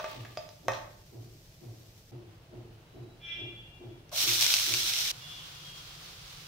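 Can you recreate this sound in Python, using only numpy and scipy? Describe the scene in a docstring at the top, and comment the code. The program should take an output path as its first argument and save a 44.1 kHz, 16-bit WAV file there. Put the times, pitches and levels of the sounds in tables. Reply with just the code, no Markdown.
"""Onions drop into a pan of quietly foaming butter with a loud, spitting sizzle, then fry gently.
The sizzle is water bursting into steam: swarms of clicks over hiss, with pitched pops and sharp spits.
A spoon knocks and scrapes the pan early on, ringing its modes; one more knock comes with the onions.
Behind it a ceiling fan throbs once a turn, the house rumbles, something squeaks faintly and a two-tone
horn sounds in the street. The cooking runs in three stages, joined by hard cuts."""
import sys
import numpy as np
from scipy import signal
from scipy.fft import rfft, irfft
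from scipy.io import wavfile

SR = 44100
rng = np.random.default_rng(int(sys.argv[2]) if len(sys.argv) > 2 else 0)


def transcribe(u):
    """Save the signal u as a 16-bit wav file named by the first command-line argument.

    u: samples, shape (n,) or (channels, n), limited to [-1, 1]; the rate is SR.
    q: integer samples, one column per channel.
    """
    v = np.clip(np.atleast_2d(u).T, -1, 1)
    q = np.round(v * 32767).astype(np.int16)
    wavfile.write(sys.argv[1], SR, q)


N = 285327
T = np.arange(N) / SR
LOW_FOAM_S, ONIONS_S, SIMMER_S = 2.115, 4.112, 5.118  # second stage, onions land, third stage

# Tone of foaming butter, then of the duller foam: freq_hz, level_db
FOAM_COLOUR = [(410, -33), (700, -5), (747, -13), (819, -6.5), (921, -15), (995, -8), (1360, -8.5),
               (1530, -8.5), (5570, -4.5), (9380, -15), (14800, -10), (15800, -15.5)]
LOW_FOAM_COLOUR = [(410, -35), (700, -10), (819, -8.5), (909, -12.5), (1470, -14), (2420, -16.5),
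                   (2650, -14), (4120, -18.5), (5570, -21), (7810, -28), (13300, -30), (15800, -26)]
# Ringing modes of the pan, struck on its floor or rim: pitch_hz, t60_s, floor_db, rim_db
PAN_MODES = [(394.6, 0.49, -14.5, -35), (549, 0.16, 7.5, -38), (597.3, 0.6, -17, -24.5),
             (623, 0.17, -4, -1), (688, 0.13, -13, -7), (787, 0.28, -17, -32), (884, 0.41, -10.5, -23),
             (970, 0.48, -21, -59), (1160, 0.27, -12, -24), (1183, 0.1, -8.5, -13.5),
             (1282, 0.29, -14, -33), (1814, 0.33, -12.5, -31), (1846, 0.15, 2, -39), (2020, .18, -28, -57),
             (2540, 0.22, -11.5, -24), (2830, 0.062, -56, -33.5), (3640, .16, -15, -34),
             (5360, 0.13, -18, -53)]
# Ringing modes of the spoon: pitch_hz, t60_s, level_db
SPOON_MODES = [(4902, 0.068, 2), (4670, 0.06, -10), (6300, 0.13, -24), (6900, 0.091, -14)]
# Hits on the pan: start_s, ring_db, rim_share (0 floor, 1 rim), click_db, click_hz, contact_s
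KNOCKS = [(0.0, -32, 0.64, -27.5, 1130, 0.0069), (0.043, -29.5, 0.59, -26.5, 1170, 0.0037),
          (0.2492, -67, .46, -36.5, 1900, 0.0066), (0.373, -31, 1, -27, 2960, 0.0018),
          (0.4907, -53.5, 0.86, -35, 5670, 0.0013), (0.683, -27.5, 0.13, -14.5, 1250, 0.0033),
          (0.7195, -46, 0.48, -31, 5800, .0015), (0.735, -57, .17, -33.5, 3680, 0.024),
          (4.117, -37, 1, -38, 665, 0.045)]
# Tone of the contact click, the sliding spoon and the grit under it: freq_hz, level_db
CLICK_COLOUR = [(100, -32), (300, -13), (600, 11), (1300, 3.5), (2000, 2), (3200, -2), (4000, -1.5),
                (4900, -7.5), (5800, 2.5), (7000, -12), (11000, -21), (15000, -16)]
SCRAPE_COLOUR = [(260, -20), (450, -1), (597, 1), (1050, -6), (1170, 7), (1550, -32), (1690, -3),
                 (3840, -2.5), (8970, -21.5), (14000, -27), (15800, -12)]
GRIT_COLOUR = [(500, -20), (2600, -10), (5800, 2), (9000, -5), (14000, 0), (15800, -4)]
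# Tone of the house rumble and the fan's swish: freq_hz, level_db
RUMBLE_COLOUR = [(12, -45), (20, -7), (44, 3.5), (59, -2.5), (70, -3.5), (105, 2.5), (156, 0.5), (248, -19),
                 (290, -10), (352, -20), (426, -11.5), (549, -14.5), (654, -15), (709, -25), (900, -21.5),
                 (1170, -46.5), (1980, -120)]
SWISH_COLOUR = [(88, -28), (150, -18), (253, -5.5), (281, -9), (348, -0.5), (389, -7.5), (515, -16.5),
                (669, -12.5), (911, -24.5), (1400, -34.5), (1820, -68), (3080, -120)]
# The fan in the first two stages: first_throb_s, turn_s, hum_db, third_harmonic_db, swish_db
FAN_RUNS = [(0.215, .493, -39.5, -63, -52), (2.167, .4288, -41, -49.5, -50.5)]
# Horn blasts: start_s, end_s, relative_db, low_tone_hz, high_tone_hz, low_cut_hz
HONKS = [(3.199, 3.431, -40.5, 339.4, 396.6, 910), (5.17, 5.474, -49.5, 341.3, 404.3, 2670),
         (5.528, 5.8, -54.5, 325.4, 401, 2750)]
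# Partials of the horn: tone (0 low, 1 high), harmonic_number, level_db
HORN_PARTIALS = [(0, 4, -21), (0, 5, -19.5), (0, 6, -15), (0, 7, -8), (0, 8, -14.5), (0, 9, -11.5),
                 (0, 10, -0.5), (0, 11, -20.5), (0, 15, -27), (0, 17, -27), (1, 4, -26), (1, 6, -9),
                 (1, 7, -3.5), (1, 8, -10), (1, 13, -33), (1, 14, -23.5)]
# Tone of the horn's breathy rasp: freq_hz, level_db
HORN_RASP_COLOUR = [(900, -33), (1500, -4), (2000, -8), (3200, -5), (3900, 8), (4600, -14), (5600, 2),
                    (7500, -25)]
# Large water drops bursting in the fat: start_s, peak_db
SPITS = [(4.094, -41.5), (4.425, -11.5), (4.465, -8.5), (4.54, -6), (4.567, -11.5), (4.665, -18.5),
         (4.739, -10), (4.747, -13), (4.937, -16)]
# Tone of a spit, the loud sizzle, the gentle frying and the drone under it: freq_hz, level_db
SPIT_COLOUR = [(200, -26), (1000, -14), (1800, -7), (2300, 0.5), (4000, 5), (5800, 3.5), (7000, -1),
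               (9000, -7), (11000, -24), (15800, -25)]
SIZZLE_COLOUR = [(200, -30.5), (400, -25), (560, -14.5), (1020, -13.5), (1360, -8.5), (1850, -8.5),
                 (2150, -6), (2600, -3), (3300, 1.5), (4000, 3.5), (4800, -1), (5700, 4), (6400, -2.5),
                 (7300, -8), (11000, -13.5), (14000, -10.5), (15800, -15.5)]
SIMMER_COLOUR = [(180, -28), (300, -12.5), (360, 3), (378, -27), (536, -3.5), (612, -21), (723, 0),
                 (812, -5), (1250, -0.5), (1890, -4), (3490, 2.5), (5560, -1), (8140, -11.5),
                 (13600, -14.5), (15800, -12)]
DRONE_COLOUR = [(20, -55), (120, -33), (149, 8), (165, -9), (200, -27), (500, -63), (2000, -100)]
# Reverb times of kitchen and street: freq_hz, t60_s
KITCHEN_DECAY = [(100, 0.72), (500, 0.55), (2000, 0.55), (6000, 0.42), (15000, 0.7)]
STREET_DECAY = [(1000, 0.72), (3000, 1.28), (6000, 0.49)]


def gain_of(db):
    """Decibels to amplitude."""
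    return 10 ** (np.asarray(db) / 20)


def unit_rms(x):
    """Normalise to rms 1."""
    return x / np.sqrt(np.mean(x ** 2) + 1e-20)


def curve_at(points, hz):
    """Read a curve on a log-frequency axis."""
    freq_hz, value = np.transpose(points)
    return np.interp(np.log(hz + 1), np.log(freq_hz + 1), value)


def add(mix, start_s, sound):
    """Lay a sound into the mix."""
    part = mix[..., max(round(start_s * SR), 0):][..., :sound.shape[-1]]
    part += sound[..., :part.shape[-1]]


def gate(start_s, end_s=np.inf):
    """A gate with 4 ms fades."""
    return np.clip((T - start_s) / .004, 0, 1) * np.clip((end_s - T) / .004, 0, 1)


def drift(top_hz, size=N):
    """Smooth random modulation of rms 1."""
    slow = np.fft.rfftfreq(size, 1 / SR) < top_hz
    return unit_rms(irfft(rfft(rng.standard_normal(size)) * slow, size))


def eq(x, colour, size=8192):
    """Minimum-phase EQ, so attacks stay crisp."""
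    curve_db = np.maximum(curve_at(colour, abs(np.fft.fftfreq(size, 1 / SR))), -100)
    response = np.exp(np.conj(signal.hilbert(np.log(gain_of(curve_db)))))
    taps = np.fft.ifft(response).real[:size // 2]
    return signal.oaconvolve(x, taps[None], axes=1)[:, :x.shape[1]]


def noise(colour, width):
    """Coloured stereo noise of rms 1; width is the side-to-mid ratio."""
    mid, side = rng.standard_normal((2, N))
    return unit_rms(eq(np.array([mid + width * side, mid - width * side]), colour))


def reverb(x, decay, size=SR):
    """Diffuse tail: sparse reflections, each band dying at its own speed."""
    taps = rng.choice([-1., 1.], (2, size)) * (rng.random((2, size)) < .08) * (T[:size] > .003)
    hz, t, bands = signal.stft(taps, SR, nperseg=256)
    fade = gain_of(-60 * t / curve_at(decay, hz)[:, None])
    tail = signal.istft(bands * fade, SR, nperseg=256)[1]
    return signal.fftconvolve(x, tail / np.linalg.norm(tail[0]), axes=1)[:, :N]


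def frying(colour, per_s, spread_db, hiss_db, flutter_db, spots=12):
    """Steam bubbles burst over a fine hiss; each spot in the pan has its own left-right delay."""
    bursts = np.zeros((2, N))
    for spot in range(spots):
        size_db = spread_db * np.minimum(rng.exponential(1, N), 4)
        clicks = -gain_of(size_db) * (rng.random(N) < per_s / spots / SR)
        bursts += [clicks, np.roll(clicks, 3 * (spot - spots // 2))]
        for ear in bursts:  # the pan wall throws each burst back
            ear += .45 * np.roll(clicks, rng.integers(15, 90))
    crackle = unit_rms(bursts - bursts.mean())
    hiss = gain_of(hiss_db) * rng.standard_normal((2, N))
    return unit_rms(eq(crackle + hiss, colour)) * gain_of(flutter_db * drift(14))


def butter():
    """Hot butter foams softly, bright at first, then duller."""
    bright = frying(FOAM_COLOUR, per_s=1500, spread_db=3.3, hiss_db=5.3, flutter_db=.6)
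    dull = frying(LOW_FOAM_COLOUR, per_s=1000, spread_db=1.6, hiss_db=5.9, flutter_db=.4)
    first_stage = gain_of(-61) * bright * gate(0, LOW_FOAM_S)
    return first_stage + gain_of(-62.5) * dull * gate(LOW_FOAM_S, SIMMER_S)


def ring(hz, t60_s, db):
    """Struck metal: a sum of decaying sine modes."""
    t = T[:SR // 2, None]
    return (gain_of(db - 60 * t / t60_s) * np.sin(2 * np.pi * hz * t)).sum(1)


def knocks(size=4096):
    """A push and a gritty contact set pan and spoon ringing; a long, soft contact loses the snap."""
    rings, clicks = np.zeros((2, 2, N))
    hz, t60_s, floor_db, rim_db = np.transpose(PAN_MODES)
    for start_s, ring_db, rim, click_db, click_hz, contact_s in KNOCKS:
        pan = ring(hz, t60_s, ring_db + floor_db + rim * (rim_db - floor_db))
        # the spoon rings most after a hard hit on the rim
        spoon_gain = gain_of(click_db - 55 + 51 * rim) / (1 + contact_s / .00099)
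        spoon = spoon_gain * ring(*np.transpose(SPOON_MODES))
        attack = 1 - np.exp(-T[:len(pan)] / (.11 * contact_s))
        add(rings, start_s, attack * (pan + spoon))
        grit = rng.standard_normal(size) + .5 * rng.standard_normal((2, size))
        push = gain_of(24) * np.exp(-contact_s / .0053) * signal.unit_impulse(size)
        force = eq(grit * np.exp(-T[:size] / contact_s) - push, CLICK_COLOUR)
        resonance = signal.lfilter(*signal.iirpeak(click_hz, Q=1.9, fs=SR), force)
        click = .32 * force + gain_of(2) * resonance
        add(clicks, start_s, gain_of(click_db) * click / abs(click).max())
    room = reverb(gain_of(-3) * rings + clicks, KITCHEN_DECAY)
    return (rings + clicks + room) * gain_of([[-.7], [.7]])  # a touch to the right


def scrape(hold_s=.12, fade_db_per_s=48, grit_per_s=69):
    """The spoon slides over the greasy pan in uneven slips, catches on grit and lifts away."""
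    pressure = gain_of(-48 - fade_db_per_s * np.maximum(T - hold_s, 0))
    slips = noise(SCRAPE_COLOUR, width=.94) * gain_of(2 * drift(70))
    catches = rng.random(N) < grit_per_s / SR
    ticks = signal.lfilter([1], [1, -np.exp(-1 / (.002 * SR))], catches)  # 2 ms decay each
    grit = gain_of(-16) * unit_rms(ticks * noise(GRIT_COLOUR, width=.79))
    return pressure * (slips + grit) * gate(0, .89)


def rumble():
    """The house as a low, nearly mono noise bed."""
    return gain_of(np.where(T < LOW_FOAM_S, -57.5, -56.5)) * noise(RUMBLE_COLOUR, width=.1)


def swell(t, rise_s, fall_s, tail_db, tail_s):
    """Rounded rise to a peak at t = 0, then a quick fall and a lingering room tail."""
    after, tail = np.maximum(t, 0), gain_of(tail_db)
    rise = np.exp(-(np.minimum(t, 0) / rise_s) ** 2)
    return rise * ((1 - tail) * np.exp(-(after / fall_s) ** 2) + tail * np.exp(-after / tail_s))


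def fan(hum_hz=118.3, size=SR * 3 // 5):
    """Once a turn the fan gives a swish of air, then a swelling hum whose pitch sags."""
    out = np.zeros((2, N))
    t = T[:size] - .15  # zero at the peak of the throb
    phase = 2 * np.pi * hum_hz * (t - .1296 * t ** 2)
    hum_env = swell(t, rise_s=.035, fall_s=.025, tail_db=-9, tail_s=.21)
    third_env = swell(t, rise_s=.068, fall_s=.069, tail_db=-7, tail_s=.16)
    swish_env = swell(t + .048, rise_s=.03, fall_s=.13, tail_db=-3, tail_s=.18)
    stages = (0, LOW_FOAM_S), (LOW_FOAM_S, SIMMER_S)
    for (first_s, turn_s, hum_db, third_db, swish_db), (start_s, end_s) in zip(FAN_RUNS, stages):
        hum, swish = np.zeros((2, N))
        for peak_s in np.arange(first_s, end_s, turn_s):
            root = gain_of(hum_db) * hum_env * np.cos(phase + .74 * drift(15, size))
            third_gain = gain_of(third_db + 2 * drift(40, size)) * third_env
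            third = third_gain * np.cos(3 * phase + .59 * drift(35, size))
            add(hum, peak_s + t[0], root + third)
            add(swish, peak_s + t[0], gain_of(swish_db) * swish_env)
        out += (hum + swish * noise(SWISH_COLOUR, width=.63)) * gate(start_s, end_s)
    return out


def squeak(start_s=2.8, end_s=3.3, pitch_hz=3920):
    """A faint, thin squeak: one wavering sine that fades in and out."""
    arch = np.sin(np.pi * np.clip((T - start_s) / (end_s - start_s), 0, 1))
    level = gain_of(-72 + 3.5 * drift(20)) * arch
    hz = pitch_hz * (1 + .0088 * drift(130))
    return level * np.sin(2 * np.pi * np.cumsum(hz) / SR)


def horn(attack_s=.08, release_s=.1, size=SR):
    """Two buzzing diaphragms about a minor third apart; the street draws each blast out."""
    direct, t = np.zeros((2, N)), T[:size]
    for start_s, end_s, db, low_hz, high_hz, low_cut_hz in HONKS:
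        tones = low_hz, high_hz
        cycles = [np.cumsum(hz * (1 + .003 * drift(40, size))) / SR for hz in tones]
        buzz = np.zeros(size)
        for tone, harmonic, partial_db in HORN_PARTIALS:
            low_cut = 1 / (1 + (low_cut_hz / (harmonic * tones[tone])) ** 12)
            level = low_cut * gain_of(partial_db + 2.5 * drift(25, size))
            buzz += level * np.sin(2 * np.pi * harmonic * cycles[tone])
        roughness = 1 + .27 * drift(220, size)
        blast = np.clip(t / attack_s, 0, 1) * np.clip((end_s - start_s - t) / release_s, 0, 1)
        rasp = gain_of(-20.5) * noise(HORN_RASP_COLOUR, width=.38)[:, :size]
        add(direct, start_s, gain_of(db) * (unit_rms(buzz * roughness) + rasp) * blast)
    return gain_of(-5.5) * direct + reverb(direct, STREET_DECAY)


def spits(splash_s=.0013, size=600):
    """Drops of water explode around the pan, each a sharp snap with a tiny splash."""
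    out = np.zeros((2, N))
    for start_s, peak_db in SPITS:
        splash = .2 * rng.standard_normal(size) + .1 * rng.standard_normal((2, size))
        burst = splash * np.exp(-T[:size] / splash_s) - signal.unit_impulse(size)
        for ear, pop, lag_s in zip(out, eq(burst, SPIT_COLOUR), (0, rng.normal(0, .00004))):
            add(ear, start_s + lag_s, gain_of(peak_db) * pop / abs(pop).max())
    return out + gain_of(-7) * reverb(out, KITCHEN_DECAY)


def steam(boil_db=-31, boil_rise_s=.066, surge_rise_s=.015, surge_fall_s=.25):
    """Envelope of the boil: a quick rise to a steady level, plus a dying surge for each clump."""
    power = (gain_of(boil_db) * np.clip((T - ONIONS_S) / boil_rise_s, 0, 1)) ** 2
    for start_s, level_db in (4.16, -33.5), (4.265, -28), (4.4, -27):  # three clumps fall in
        age = np.maximum(T - start_s, 0)
        surge = np.minimum(age / surge_rise_s, 1) * np.exp(-age / surge_fall_s)
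        power += (gain_of(level_db) * surge) ** 2
    return np.sqrt(power)


def onions():
    """Wet onion flashes into steam, its fine spray thinning as it dries; then it simmers and eases."""
    sizzle = frying(SIZZLE_COLOUR, per_s=4000, spread_db=3.8, hiss_db=-.73, flutter_db=.95)
    body = signal.sosfiltfilt(signal.butter(4, 8000, fs=SR, output="sos"), sizzle)
    spray = gain_of(-5.5 - 3 * (T - ONIONS_S)) * unit_rms(sizzle - body)
    flare = steam() * (unit_rms(body) + spray) * gate(ONIONS_S, SIMMER_S)
    simmer = frying(SIMMER_COLOUR, per_s=2500, spread_db=1.6, hiss_db=3, flutter_db=.62)
    simmer *= gain_of(-48 - .8 * (T - SIMMER_S)) * gate(SIMMER_S - .004)
    return (flare + simmer) * gain_of([[-.5], [.5]])  # a touch to the right


def sputter(per_s=260, low_hz=2096, high_hz=4440, pitches=24, decay_cycles=10):
    """Larger steam bubbles collapse among the onions, each a short pitched pop."""
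    out, t = np.zeros((2, N)), T[:900]
    for hz in np.geomspace(low_hz, high_hz, pitches):
        size_db = 3.1 * np.minimum(rng.exponential(1, N), 3)
        triggers = gain_of(size_db) * (rng.random(N) < per_s / pitches / SR)
        pop = np.exp(-hz * t / decay_cycles) * np.sin(2 * np.pi * (hz * t + rng.random((2, 1))))
        out += signal.oaconvolve(triggers[None], pop, axes=1)[:, :N]
    return gain_of(-13) * steam() * unit_rms(out) * gate(ONIONS_S, SIMMER_S)


def drone():
    """A faint, narrow band of noise near 150 Hz under the simmer."""
    return gain_of(-63) * noise(DRONE_COLOUR, width=.078) * gate(SIMMER_S)


def scene():
    """The pan up front; fan, horn and squeak behind it, over the low bed of the house."""
    bed = rumble() + drone()
    pan = butter() + onions() + sputter() + spits() + knocks() + scrape()
    return bed + pan + fan() + horn() + squeak()


def record(dry):
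    """A steep low-pass on the master takes off the very top."""
    low_pass = signal.firwin(511, cutoff=15780, window=("kaiser", 9), fs=SR)
    return signal.oaconvolve(dry, low_pass[None], "same")


dry = scene()
out = record(dry)
transcribe(out)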